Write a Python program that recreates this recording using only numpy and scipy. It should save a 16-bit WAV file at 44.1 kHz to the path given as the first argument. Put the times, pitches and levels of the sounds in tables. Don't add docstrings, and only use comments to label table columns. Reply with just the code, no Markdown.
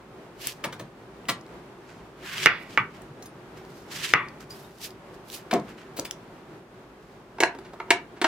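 import sys
import numpy as np
from scipy import signal
from scipy.fft import rfft, irfft, next_fast_len
from scipy.io import wavfile
from scipy.ndimage import map_coordinates

SR = 44100
rng = np.random.default_rng(int(sys.argv[2]) if len(sys.argv) > 2 else 0)


def persist_wave(psi):
    counts = np.round(np.clip(psi, -1, 1) * 32767).astype(np.int16)
    wavfile.write(sys.argv[1], SR, np.atleast_2d(counts).T)


N = 364695

# start_s, push_s, entry_db, exit_db, swell_db_per_s, fade_db_per_s,
# crunch_re_fizz_db, slit_open_fraction, sizzle_re_fizz_db
STROKES = [(0.42, 0.079, -45, -37.5, 450, 900, -1.5, 0.9, -6), (0.52, .01, -53, -53, 900, 250, -4, 0.9, -8),
           (1.9, 0.074, -60.5, -63.5, 158, 150, 5, 0, -20), (2.259, 0.13, -47.5, -41, 294, 50, 7, 0.48, -9),
           (2.42, 0.065, -39, -33.5, 300, 402, 0.5, 0.97, -18),
           (2.635, .01, -56, -75, 400, 403, -5, .15, -2), (2.7, 0.0068, -53.5, -51, 502, 92, 3.5, 0.6, -12),
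           (2.93, .04, -64, -61.5, 300, 603, 7, 0.35, -12), (3.575, .01, -59.5, -63, 600, 300, 7, .2, -5),
           (3.7, 0.097, -65, -59.5, 200, 150, -5, .05, -6),
           (3.925, 0.038, -41.5, -42, 600, 18, -1.5, .5, -10.5),
           (4.015, 0.022, -44.5, -37, 250, 113, 3, 0.94, -13.5),
           (4.406, .005, -52, -52.5, 2000, 280, 3, 0, -10),
           (4.502, 0.086, -52, -55.5, 3000, 78, -6.5, 0.3, -2.5),
           (4.81, 0.039, -46, -37.5, 450, 397, -8, .9, -5), (5.15, .005, -58, -63, 600, 600, -13, .05, -6),
           (5.33, 0.02, -42.5, -37.5, 335, 600, -11, 0.8, -2),
           (5.392, 0.0091, -59, -58, 300, 300, 2, .2, -5), (5.694, .005, -58, -57, 300, 300, 9, .2, -10),
           (5.786, 0.028, -60, -59.5, 700, 232, 9, 0.2, -16), (7.03, 0.1, -70.5, -68, 200, 250, 3, .15, -9)]
# freq_hz, density_db
FIZZ_SPECTRUM = [(1470, -44), (2500, 0), (3270, 0.5), (4930, 2.5), (7610, -3), (10800, -14), (15400, -20),
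                 (16500, -36)]
# freq_hz, density_db
CRUNCH_SPECTRA = [
    [(500, -35), (1000, -6.5), (1600, -1.5), (2300, -5), (3300, -14), (7000, -47)],
    [(900, -42.5), (1700, -8), (2400, -6), (3000, -4.5), (4200, -15.5), (8000, -38)],
]
# freq_hz, density_db
SIZZLE_SPECTRUM = [(5000, -40), (9000, -4), (12500, -2), (15500, -6), (16500, -30)]
# start_s, level_db, pan_db, ring_re_blow_db, ring_t60_s, tilt_db_per_oct
KNOCKS = [(2.4594, 9.5, -7.5, -29, 0.47, 12.5), (2.466, -5, -7.5, -15, 0.054, 8),
          (2.4706, -2, -3, -25, 0.09, 12), (2.775, -0.5, -2, -7.5, 0.1, -1.5),
          (4.137, 6, 3, -19, 0.32, -0.5)]
# freq_hz, width_hz, gain_db
BOARD_MODES = [(150, 79, -9), (400, 620, -5), (1370, 280, 7.5), (1848, 626, 10), (2170, 396, 12),
               (2840, 230, 4.5), (5800, 3100, -11.5), (10000, 6000, -29)]
# freq_hz, width_hz, gain_db
RING_MODES = [(342, 130, -3.5), (608, 100, -7.5), (837, 140, -1.5), (1230, 270, 3.5), (1534, 75, 2.5),
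              (1903, 200, 4), (2035, 110, 6), (2250, 260, 1.5), (2990, 470, -5.5), (3380, 190, -3),
              (5060, 1800, -18.5)]
# start_s, level_db, thud_re_splash_db, splash_t60_s,
# splash_tilt_db_per_oct, thud_tilt_db_per_oct, rise_s
DROPS = [(0.6381, -17.5, -7.5, 0.035, -1, 1, 0.004), (.648, -26, -5.5, 0.054, -10.5, 1, 0.0017),
         (0.7225, -29, -10, 0.045, -2, 2.5, 0.0042), (0.7932, -30, 1.5, 0.053, -1, -11, 0.003),
         (1.283, -13, -9, 0.072, -1.5, -2.5, 0.0049), (5.5097, -16.5, -7, 0.027, -3.5, 3, .0019),
         (5.5259, -20.5, 8, 0.11, -6, -1, .0015), (5.541, -29.5, 14.5, .07, -15, -2.5, 0.0042),
         (5.9624, -26.5, -9, .11, 4.5, 5.5, 0.0067), (5.987, -27.5, 3.5, .04, -2, -5, 0.0012),
         (6.0476, -22.5, -23, 0.038, 1.5, 4.5, .003)]
# freq_hz, width_hz, gain_db
TUB_MODES = [(1065, 400, 6.5), (2165, 920, 5), (3610, 1500, 4.5), (8640, 18000, -6)]
# freq_hz, width_hz, gain_db
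PULP_MODES = [(182.5, 310, -4.5), (340, 310, 2.5), (678, 144, 2), (1037, 164, -11.5)]
# start_s, level_db, t60_s, tilt_db_per_oct, rise_s, boom_re_rattle_db
SNAPS = [(7.383, -27, .03, -8.5, .0005, -8.5), (7.403, -8.5, 0.04, 1.5, 0.00025, -6),
         (7.424, -12, 0.037, -8, 0.00064, -6.5), (7.434, -2.5, 0.018, -2.5, 0.00054, -9),
         (7.548, -39, 0.028, -4, 0.00059, 7), (7.587, -35, 0.02, -9, 0.00019, 3),
         (7.614, -47, 0.018, -8, 0.00057, 4), (7.644, -39.5, 0.092, -1, 0.0043, -1.5),
         (7.731, -38.5, 0.03, -23, 0.0054, 5.5), (7.8, -21, 0.018, -12, 0.00083, -9),
         (7.871, -39, .1, -8, 0.029, 2), (7.905, -0.5, 0.038, -0.5, 0.000087, -12),
         (8.159, -41.5, 0.081, -2.5, 0.018, -1), (8.215, -13.5, 0.045, -2, 0.00018, -3),
         (8.242, -5.5, 0.038, -5, 0.0012, -8)]
# freq_hz, width_hz, gain_db
LID_MODES = [(689, 33, -3), (931, 58, -0.5), (1190, 240, -9), (1643, 214, -2.5), (2210, 166, -4),
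             (2810, 300, -6.5), (4100, 1400, -10.5), (8300, 5800, -14.5)]
# freq_hz, width_hz, gain_db
BOOM_MODES = [(360, 73, 0)]
# start_s, level_db, pitch_hz
TICKS = [(0.4707, -12.5, 11100), (1.2538, -36, 2660), (1.2985, -15, 5940), (1.411, -39, 5500),
         (1.4646, -40, 4000), (2.381, -17.5, 2740), (3.019, -38, 9000), (3.65, -44, 4500),
         (4.2852, -34, 4440), (4.407, -39, 5800), (4.654, -47.5, 13050), (4.9057, -35, 5000),
         (5.3002, -30.5, 3950), (5.5372, -16.5, 5450), (5.598, -36, 5100), (5.6936, -43.5, 11050),
         (5.9959, -16, 6360), (6.11, -14, 4700)]
# start_s, level_db, damping_factor (1 = free), centre_hz, spread_oct
TOUCHES = [(3.2236, -31, 2.2, 8350, 1.8), (3.2575, -30, 2.3, 9000, 1.5), (3.5703, -48.5, 0.88, 5570, 0.21),
           (3.70, -50, 0.82, 8000, .9), (3.74, -50.5, .7, 5200, .5), (3.78, -50.5, 0.66, 6300, 0.55),
           (3.82, -51, .8, 5400, .8), (4.5054, -34, 1.6, 4760, 0.077), (4.64, -50, 1, 3700, .07)]
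# freq_hz, level_db, t60_s
BLADE_MODES = [(3700, -8, .15), (4100, -4, .08), (4880, -4, .12), (5400, -3, .12), (6300, -1, .15),
               (7400, -5, .08), (9500, 0, .2), (10700, -6, .08), (11800, -3, .12), (12600, -4, .1),
               (14000, -8, .08)]
# start_s, level_db
JOLTS = [(0.65, -36.5), (0.7, -47), (0.8, -45), (1.285, -33), (2.46, -38), (2.775, -29.5), (3.09, -41),
         (4.136, -31.5), (4.41, -42), (5.53, -33), (5.98, -45.5), (7.41, -49)]
# freq_hz, width_hz, gain_db
TABLE_MODES = [(100, 37, 0.5), (162, 87, 2)]
# time_s, level_db
AIR_LEVELS = [(0.0, -45.5), (3.0, -45), (6.5, -45.5), (6.65, -48), (7.5, -48), (7.82, -45), (8.27, -49.5)]
# freq_hz, density_db
AIR_SPECTRUM = [(22, -32.5), (42, -6), (60, -6), (80, -24), (105, -7), (166, -7.5), (250, -10), (310, -10),
                (375, -4), (450, -12.5), (594, -14), (1050, -17), (1570, -21.5), (2370, -27), (6000, -39),
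                (15200, -49), (16500, -63.5)]
# freq_hz, correlation
AIR_CORRELATION = [(60, 0.99), (180, 0.97), (550, 0.92), (1650, 0.3), (4970, -0.0), (15000, 0)]
# pitch_hz, level_db
DRONE = (58, -62)
# freq_hz, t60_s
REVERB_DECAY = [(150, 0.5), (400, 0.21), (1200, 0.27), (2800, 0.21), (6000, 0.16), (10000, 0.12),
                (15000, 0.048)]
# freq_hz, correlation
REVERB_CORRELATION = [(200, 0.98), (600, 0.93), (1500, 0.58), (4000, 0.011), (14000, 0.81)]

EDGE_TICK_DB, THUD_T60_S = -27.5, .11
JOLT_RISE_S, JOLT_T60_S, LEAN_RE_CRUNCH_DB = 0.0051, .35, -7
LOW_CUT_HZ, TOP_HZ = 100, 16600
SCENE_TIME_S, HIT_TIME_S = np.arange(N) / SR, np.arange(SR // 4) / SR


def slicing():
    size_db = 2.9 * np.minimum(rng.exponential(size=N), 6.5)
    cells = amp(size_db + 1.46 * wobble(60) + 0.84 * wobble(300))
    fizz = stereo_noise(FIZZ_SPECTRUM, [(3000, 0.46), (10000, 0.26)], cells)
    closed, opened = (stereo_noise(spectrum, [(2000, 0.59)], cells) for spectrum in CRUNCH_SPECTRA)
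    sizzle = stereo_noise(SIZZLE_SPECTRUM, [(10000, 0.18)], cells)
    mix = sum(gain * layer for gain, layer in zip(stroke_gains(), (fizz, closed, opened, sizzle)))
    return amp([[-.8], [.8]]) * mix


def stroke_gains():
    gains = np.zeros((4, N))
    for start_s, push_s, entry_db, exit_db, swell, fade, crunch_db, opening, sizzle_db in STROKES:
        stop_s = min([knock[0] for knock in KNOCKS if knock[0] > start_s] + [start_s + 1])
        span = slice(round(start_s * SR) - SR // 5, round(stop_s * SR))
        t = SCENE_TIME_S[span] - start_s
        level_db = np.interp(t, [0, push_s], [entry_db, exit_db])
        level_db += swell * np.minimum(t, 0) - fade * np.maximum(t - push_s, 0)
        closed, opened = amp(crunch_db) * np.sqrt([1 - opening, opening])
        gains[:, span] += np.outer([1, closed, opened, amp(sizzle_db)], amp(level_db))
    return gains


def board_knocks(out):
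    pulse = HIT_TIME_S * np.exp(-HIT_TIME_S / .00005)
    blow = unit_peak(filtered(pulse, body(BOARD_MODES)))
    for start_s, level_db, pan_db, ring_db, t60_s, tilt in KNOCKS:
        ring = unit_peak(filtered(burst(t60_s, 0.0004, tilt), lambda hz: body(RING_MODES)(hz) ** 2))
        tick = unit_peak(burst(t60_s=0.0025, rise_s=0.00013, tilt_db_per_oct=4))
        knock = blow + amp(ring_db) * ring + amp(EDGE_TICK_DB) * tick
        place(out, start_s, amp(level_db) * knock, wet_db=-10, pan_db=pan_db)


def falling_pieces(out):
    for start_s, level_db, thud_db, t60_s, splash_tilt, thud_tilt, rise_s in DROPS:
        spray = burst(t60_s, rise_s, splash_tilt)
        splash = filtered(spray, lambda hz: body(TUB_MODES)(hz) * highpass(hz, 700))
        thud = filtered(burst(THUD_T60_S, rise_s, thud_tilt), body(PULP_MODES))
        landing = unit_peak(splash) + amp(thud_db) * unit_peak(thud)
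        place(out, start_s, amp(level_db) * landing, wet_db=-7.5)


def lid_snaps(out):
    for start_s, level_db, t60_s, tilt, rise_s, boom_db in SNAPS:
        contact = burst(t60_s, rise_s, tilt)
        rattle = filtered(contact, lambda hz: body(LID_MODES)(hz) / (1 + 1j * hz / 7000) ** 2)
        boom = filtered(burst(t60_s, rise_s), body(BOOM_MODES))
        snap = unit_peak(rattle) + amp(boom_db) * unit_peak(boom)
        place(out, start_s, amp(level_db) * snap, wet_db=-8, pan_db=-.8)


def wet_ticks(out):
    for start_s, level_db, pitch_hz in TICKS:
        tick = filtered(burst(t60_s=.008, rise_s=.0003), body([(pitch_hz, .4 * pitch_hz, 0)]))
        place(out, start_s, amp(level_db) * unit_peak(tick), wet_db=-13)


def blade_touches(out):
    t = HIT_TIME_S
    for start_s, level_db, damping, centre_hz, spread_oct in TOUCHES:
        ring = np.zeros_like(t)
        for hz, mode_db, t60_s in BLADE_MODES:
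            onset_db = mode_db - 3.3 * (np.log2(hz / centre_hz) / spread_oct) ** 2 + rng.normal(0, 2)
            ring += amp(onset_db - 60 * damping * t / t60_s) * np.sin(2 * np.pi * hz * t)
        attack = 1 - np.exp(-t / 0.00033)
        touch = unit_peak(ring) * attack + .3 * burst(t60_s=.03, rise_s=0.00063)
        place(out, start_s, amp(level_db) * touch, wet_db=-9)


def table_shudder():
    t = np.arange(SR // 2) / SR
    closed_crunch_gain = stroke_gains()[1]
    gain = np.pad(amp(LEAN_RE_CRUNCH_DB) * closed_crunch_gain, (0, len(t)))
    attack = 1 - np.exp(-t / JOLT_RISE_S)
    for start_s, level_db in JOLTS:
        gain[round(start_s * SR):][:len(t)] += amp(level_db - 60 * t / JOLT_T60_S) * attack
    rumble = filtered(rng.standard_normal(N), lambda hz: body(TABLE_MODES)(hz) ** 2)
    return gain[:N] * unit_rms(rumble)


def room_hum():
    air_db = np.interp(SCENE_TIME_S, *np.transpose(AIR_LEVELS)) + 0.16 * wobble(2.9) + 1.2 * wobble(13)
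    drone_hz, drone_db = DRONE
    drone_gain = amp(drone_db + 1.4 * wobble(10))
    drone = drone_gain * np.sin(2 * np.pi * drone_hz * SCENE_TIME_S + 0.66 * wobble(1.7))
    return amp(air_db) * stereo_noise(AIR_SPECTRUM, AIR_CORRELATION) + drone


def place(out, start_s, hit, wet_db, pan_db=1.5):
    hz, t, noise = signal.stft(rng.standard_normal((2, SR // 3)), SR, nperseg=256)
    correlation = np.clip(log_interp(REVERB_CORRELATION, hz), 0, 1)[:, None]
    noise[1] = correlation * noise[0] + np.sqrt(1 - correlation ** 2) * noise[1]
    decay = amp(-60 * t / log_interp(REVERB_DECAY, hz)[:, None])
    tail = signal.istft(noise * decay, SR, nperseg=256)[1]
    tail /= np.linalg.norm(tail[0])
    predelayed = np.pad(hit, (130, 0))
    heard = amp(wet_db) * signal.fftconvolve(predelayed[None], tail, axes=1)
    heard[0, 2:len(hit) + 2] += hit * amp(pan_db / 2)
    heard[1, :len(hit)] += hit * amp(-pan_db / 2)
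    out[:, round(start_s * SR):][:, :heard.shape[1]] += heard


def burst(t60_s, rise_s, tilt_db_per_oct=0):
    t = HIT_TIME_S
    white = rng.standard_normal(len(t))
    noise = filtered(white, lambda hz: amp(tilt_db_per_oct * np.log2((hz + 300) / 2000)))
    return noise * amp(-60 * t / max(t60_s, .001)) * (1 - np.exp(-t / rise_s)) ** 2


def stereo_noise(spectrum, correlation, envelope=1):
    def mid_side_response(hz):
        angle = np.arccos(np.clip(log_interp(correlation, hz), -1, 1)) / 2
        return amp(log_interp(spectrum, hz)) * [np.cos(angle), np.sin(angle)]
    mid, side = filtered(envelope * rng.standard_normal((2, N)), mid_side_response)
    return unit_rms(np.array([mid + side, mid - side]))


def body(modes):
    return lambda hz: sum(
        (-1) ** k * amp(db) * 1j * hz * width_hz / (mode_hz ** 2 - hz ** 2 + 1j * hz * width_hz)
        for k, (mode_hz, width_hz, db) in enumerate(modes))


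def filtered(x, response):
    n = x.shape[-1]
    n_fft = next_fast_len(n + SR // 10, real=True)
    return irfft(rfft(x, n_fft) * response(np.fft.rfftfreq(n_fft, 1 / SR)), n_fft)[..., :n]


def wobble(rate_hz):
    knots = rng.standard_normal(int(N * rate_hz / SR) + 4)
    return map_coordinates(knots, [SCENE_TIME_S * rate_hz])


def log_interp(points, hz):
    freq_hz, values = np.transpose(points)
    return np.interp(np.log(hz + 1), np.log(freq_hz + 1), values)


def highpass(hz, corner_hz):
    return 1j * hz / (1j * hz + corner_hz)


def amp(db):
    return 10 ** (np.asarray(db) / 20)


def unit_rms(x):
    return x / np.sqrt(np.mean(x ** 2) + 1e-20)


def unit_peak(x):
    return x / np.max(np.abs(x))


def scene():
    hits = np.zeros((2, N + SR))
    for source in (board_knocks, falling_pieces, lid_snaps, wet_ticks, blade_touches):
        source(hits)
    airborne = filtered(hits[:, :N], lambda hz: highpass(hz, 90) ** 2)
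    return airborne + slicing() + table_shudder() + room_hum()


def record(dry):
    clipped = dry / (1 + np.abs(dry) ** 8) ** (1 / 8)
    return filtered(clipped, lambda hz: (hz < TOP_HZ) * highpass(hz, LOW_CUT_HZ))


dry = scene()
out = record(dry)
persist_wave(out)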